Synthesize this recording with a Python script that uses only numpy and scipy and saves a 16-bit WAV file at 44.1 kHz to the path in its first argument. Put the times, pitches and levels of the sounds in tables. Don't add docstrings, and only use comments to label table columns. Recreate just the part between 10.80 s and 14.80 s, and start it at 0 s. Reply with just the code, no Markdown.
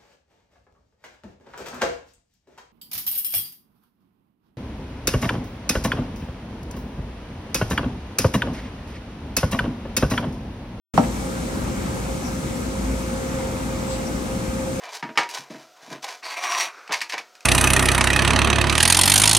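import sys
import numpy as np
from scipy import signal
from scipy.fft import rfft, irfft, next_fast_len
from scipy.io import wavfile
from scipy.ndimage import uniform_filter1d, map_coordinates

SR = 44100
rng = np.random.default_rng(int(sys.argv[2]) if len(sys.argv) > 2 else 0)


def to_wav(sig):
    pcm = np.clip(np.atleast_2d(sig), -1, 1) * 32767
    pcm = np.round(pcm).astype(np.int16)
    wavfile.write(sys.argv[1], SR, pcm.T)


N = 176400
T = np.arange(N) / SR

# freq_hz, density_db_per_hz
CABINET_RUMBLE = [(18, -75), (33, -69), (45, -52.5), (56, -49.5), (75, -52.5), (98, -56.5), (128, -50.5),
                  (150, -56.5), (185, -51), (218, -51), (255, -51), (295, -56), (330, -56), (400, -63),
                  (500, -64), (620, -70), (1200, -100)]
FAN_RUSH = [(250, -87), (480, -61.5), (580, -65), (630, -66.5), (680, -66), (740, -67), (820, -64),
            (1080, -68.5), (1330, -67.5), (1850, -73.5), (2300, -74), (2900, -79.5), (5000, -100),
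            (12000, -110)]
AIR_HISS = [(1500, -92.5), (3000, -80.5), (3900, -79), (4900, -80), (5800, -77), (6800, -77.5),
            (7900, -77.5), (9200, -84), (10500, -105)]
AIR_FIZZ = [(7000, -105), (9000, -85), (10000, -87), (11500, -84.3), (12300, -88), (13300, -94),
            (15700, -93.5)]
ENCLOSURE_BOOM = [(50, -66), (95, -47), (150, -47), (220, -40.5), (400, -44.5), (600, -41.5), (800, -44.5),
                  (1020, -47.5), (1350, -48), (1550, -51.5), (1850, -58), (2100, -54.5), (2900, -58.5),
                  (3600, -66), (5600, -67), (9000, -84), (15000, -101.5)]
# freq_hz, correlation
STEREO_LIKENESS = [(60, .99), (170, 0.95), (250, 0.74), (330, 0.75), (440, 0.37), (640, 0.14), (850, 0.43),
                   (1050, 0.075), (1300, 0.83), (1600, 0.57), (2000, 0.15), (2300, 0.5), (3000, 0.16),
                   (4700, 0.41), (6500, 0.26), (8500, 1), (12000, 0.18)]
# freq_hz, pan_db
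STEREO_PAN = [(60, 1.5), (180, 1), (270, 2.5), (470, 1.5), (620, 0.5), (850, .5), (1300, -1.5), (2300, 0),
              (3200, 1.5), (4300, 4), (5700, 8), (6600, 7), (7500, 1.5), (8600, -1), (11000, 0.5)]
# freq_hz, lead_rad
STEREO_LEAD = [(100, 0), (350, 0), (800, -0.76), (1050, -0.7), (1300, -2), (1600, -2.5), (1950, -2.5),
               (2250, 1), (3000, 1), (3900, 0.84), (4800, 0.46), (6000, 1.5), (8500, 1.07), (12000, -1.5)]
# time_s, gain_db
RUMBLE_RUSH_RIDE = [(.3, -0.35), (.65, -0.6), (.88, 0.3), (1.15, -0.2), (1.6, -0.7), (2.05, 0.15),
                    (2.4, -0.55), (3.0, 0.6), (3.5, 0), (3.9, 0.5)]
# time_s, level_db
DRONE_RIDE = [(.2, -38), (.8, -38), (1.9, -39), (2.05, -28.5), (2.29, -30.5), (2.42, -42.5), (3.2, -38.5),
              (3.9, -45)]
# pitch_hz, level_db, pan_db, waver_share
MOTOR_WHINES = [(188.4, -45, .5, .6), (262, -42.5, 2.5, .6), (1248, -54.5, -5, .25), (1285, -60, -5, .5),
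                (1333, -58, -5, .3), (2283, -66, -2, .5), (3198, -67.5, 1, .3), (3499, -69, 3, .3),
                (4203, -68, 5, .3), (6438, -68.5, 6, .3), (8016, -67, 0, .3)]
# time_s, level_db
BLADE_RIDE = [(.2, -42), (1.95, -40), (2.35, -34.5), (2.7, -33.5), (2.95, -39), (3.12, -32.5), (3.35, -39),
              (3.65, -36), (3.85, -31.5)]
# time_s, pan_db
BLADE_PAN = [(.2, -5), (1.8, -13), (2.4, -1.5), (3.9, -1.5)]
# harmonic_number, gain_db
BLADE_OVERTONES = [(3, -22), (4, -24)]
# peak_s, spread_s, centre_hz, width_octaves, level_db, pan_db
SCUFF_CUES = [(0.241, 0.0086, 1800, 0.62, -36, 2), (.86, 0.019, 900, 0.67, -37.5, -2),
              (1.465, .03, 5650, .11, -42, 8), (3.12, 0.04, 7800, 0.061, -38.5, 3),
              (3.133, 0.027, 4230, 0.56, -39, 6), (3.26, .03, 5800, .3, -47, 8)]
# start_s, level_db
CHINK_CUES = [(3.268, -27), (3.285, -41)]
# delay_s,
# start_hz, pitch_halving_s, rise_s, t60_s, level_db
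BENDING_WAVES = [(0, 1532, 0.0041, 0.0014, 0.02, 1.5), (.00235, 766, 0.07, 0.0017, 0.043, -5.5),
                 (.0045, 202, 0.18, .002, .04, -8.5), (0.0177, 264, 0.2, 0.0039, 0.058, -0.5),
                 (.043, 258, 0.17, 0.0018, 0.031, -14), (.059, 199, .2, .002, 0.041, -11.5),
                 (0.077, 211, .2, .002, 0.029, -16)]
# pitch_hz, level_db, t60_s
PANEL_MODES = [(183, -19, 0.25), (213, -23, 0.27), (256.4, -16.5, 0.32), (340, -27, 0.23),
               (497, -17.5, 0.16), (676, -19, 0.15), (767, -25, 0.09), (790, -17.5, .15),
               (914, -22.5, 0.15), (1120, -27, 0.12), (1314, -18, .12), (1364, -24, 0.14),
               (5670, -34, 0.13)]
# freq_hz, pan_db
KNOCK_PAN = [(130, 2), (640, 6), (1000, -5), (1410, -15), (3100, -4), (6800, 12)]

FAN_HZ, KNOCK_S = 527.5, 0.1768


def amp(db):
    return 10 ** (np.asarray(db) / 20)


def unit(x):
    return x / np.sqrt(np.mean(x ** 2) + 1e-20)


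def along(points, hz):
    freqs, values = np.transpose(points)
    return np.interp(np.log(hz + 1), np.log(freqs + 1), values)


def ride(points):
    return np.interp(T, *np.transpose(points))


def wobble(rate_hz):
    return map_coordinates(rng.standard_normal(400), [T * rate_hz + 2], mode="mirror")


def dying(t, t60_s):
    return np.exp(-np.log(1000) * t / t60_s)


def attack(t, rise_s):
    return 1 - np.exp(-t / rise_s)


def filtered(x, response):
    size = next_fast_len(N + SR // 4)
    return irfft(rfft(x, size) * response(np.fft.rfftfreq(size, 1 / SR)), size)[..., :N]


def pan(db):
    gains = amp(np.array([[.5], [-.5]]) * db)
    return gains / np.sqrt(np.mean(gains ** 2, axis=0))


def left_lead(rad):
    return np.exp(1j * np.array([[.5], [-.5]]) * rad)


def band(centre_hz, width_octaves):
    bell = lambda hz: np.exp(-.5 * (np.log2((hz + 1) / centre_hz) / width_octaves) ** 2)
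    return unit(filtered(rng.standard_normal((2, N)), bell))


def wavering(hz, waver):
    swing = 1 - waver + waver * (wobble(7) + 1j * wobble(7))
    return unit(np.real(swing * np.exp(2j * np.pi * hz * T)))


def air(spectrum, patchy_db):
    cells = signal.stft(rng.standard_normal((2, N)), nperseg=512)[2]
    patches = uniform_filter1d(rng.standard_normal(cells.shape[1:]), size=6, axis=0)
    patches = uniform_filter1d(patches, size=14, axis=1)
    pair = signal.istft(cells * amp(patchy_db * unit(patches)), nperseg=512)[1][:, :N]
    width = lambda hz: np.arccos(np.clip(along(STEREO_LIKENESS, hz), -1, 1)) / 2
    colour = lambda hz: amp(along(spectrum, hz)) * [np.cos(width(hz)), np.sin(width(hz))]
    mid, side = filtered(pair, colour)
    placement = lambda hz: pan(along(STEREO_PAN, hz)) * left_lead(along(STEREO_LEAD, hz))
    return np.sqrt(SR / 2) * filtered(np.array([mid + side, mid - side]), placement)


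def airflow(rumble_sway_db=0.55, rush_sway_db=0.64):
    rumble = air(CABINET_RUMBLE, patchy_db=0.27) * amp(rumble_sway_db * wobble(6.3))
    rush = air(FAN_RUSH, patchy_db=1.28) * amp(rush_sway_db * wobble(3.87))
    hiss = air(AIR_HISS, patchy_db=.5) + air(AIR_FIZZ, patchy_db=-2.0)
    return amp(ride(RUMBLE_RUSH_RIDE)) * (rumble + rush) + hiss


def motors(drone_hz=57.26):
    drone = amp(ride(DRONE_RIDE)) * wavering(drone_hz, waver=0.33)
    whines = sum(amp(db) * pan(pan_db) * wavering(hz, waver) for hz, db, pan_db, waver in MOTOR_WHINES)
    return drone + whines


def rattle(taps_per_s=40, pitch_hz=2310, pitch_spread=0.132, t60_s=0.037, growth_db_per_s=1.7):
    taps = np.zeros((2, N + SR))
    t = np.arange(SR // 25) / SR
    for when, pitch, strength, side in rng.random((round(taps_per_s * N / SR), 4)):
        start = int(when * N)
        hz = pitch_hz * (1 + pitch_spread * (2 * pitch - 1))
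        gain = strength * amp(-42.5 + growth_db_per_s * when * N / SR)
        stereo_phase = np.array([[0], [np.pi]]) * (side - .5)
        ring = np.sin(2 * np.pi * hz * t + stereo_phase) * dying(t, t60_s)
        taps[:, start:start + len(t)] += gain * ring
    return taps[:, :N]


def twin_fan(beat_hz=4.8, drift_hz=1.06, level_db=-45):
    hz = FAN_HZ + beat_hz + drift_hz * wobble(4.06)
    return np.sqrt(2) * amp(level_db) * np.sin(2 * np.pi * np.cumsum(hz) / SR)


def fan_hum(drift_share=0.0006, flutter_db=1.5, rough_share=0.27, rough_rate_hz=28):
    phase = 2 * np.pi * np.cumsum(FAN_HZ * (1 + drift_share * wobble(8.77))) / SR
    level_db = ride(BLADE_RIDE)
    flutter = amp(flutter_db * np.array([wobble(8.9), wobble(17)]))
    turbulence = 1 + rough_share * (wobble(rough_rate_hz) + 1j * wobble(rough_rate_hz))
    tone = np.real(turbulence * np.exp(1j * phase) * left_lead(rad=0.67))
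    blade = amp(level_db) * flutter * pan(ride(BLADE_PAN)) * tone
    overtones = sum(amp(level_db.mean() + db) * np.sin(k * phase) for k, db in BLADE_OVERTONES)
    return np.sqrt(2) * (blade + overtones)


def scuffs():
    return sum(amp(db) * pan(pan_db) * band(hz, width) * np.exp(-.5 * ((T - peak_s) / spread_s) ** 2)
               for peak_s, spread_s, hz, width, db, pan_db in SCUFF_CUES)


def chinks():
    touch = lambda t: attack(t, rise_s=0.0017) * dying(t, t60_s=.05)
    envelope = sum(amp(db) * touch(np.maximum(T - start_s, 0)) for start_s, db in CHINK_CUES)
    return pan(db=14) * band(centre_hz=5700, width_octaves=.04) * envelope


def bending_wave(delay_s, start_hz, halving_s, rise_s, t60_s, db):
    t = np.maximum(T - KNOCK_S - delay_s, 0)
    cycles = start_hz * halving_s * np.log1p(t / halving_s)
    return -amp(db) * np.sin(2 * np.pi * cycles) * attack(t, rise_s) * dying(t, t60_s)


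def enclosure_boom(t, crossover_hz=1330):
    boom = air(ENCLOSURE_BOOM, patchy_db=3.0)
    lows = filtered(boom, lambda hz: 1 / (1 + (hz / crossover_hz) ** 4))
    tail = lows * dying(t, t60_s=0.25) + (boom - lows) * dying(t, t60_s=0.07)
    return tail * attack(t, rise_s=0.003)


def knock(crack_db=-21, crack_cutoff_hz=3600):
    t = np.maximum(T - KNOCK_S, 0)
    flex = sum(bending_wave(*wave) for wave in BENDING_WAVES)
    contact = filtered(rng.standard_normal((2, N)), lambda hz: 1 / (1 + (hz / crack_cutoff_hz) ** 2))
    crack = amp(crack_db) * unit(contact) * (t > 0) * dying(t, t60_s=0.032)
    ring = sum(amp(db) * np.sin(2 * np.pi * (hz * t + rng.random())) * dying(t, t60_s)
               for hz, db, t60_s in PANEL_MODES)
    hit = crack + flex + ring * attack(t, rise_s=.008)
    return filtered(hit, lambda hz: pan(along(KNOCK_PAN, hz))) + enclosure_boom(t)


def scene():
    bed = airflow() + motors() + rattle() + twin_fan() + fan_hum()
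    return bed + scuffs() + chinks() + knock()


def record(dry, start_s=0.1377, fade_s=0.0011, high_cut_hz=15800):
    gate = np.clip((T - start_s) / fade_s, 0, 1)
    return filtered(dry * gate, lambda hz: hz < high_cut_hz)


dry = scene()
out = record(dry)
to_wav(out)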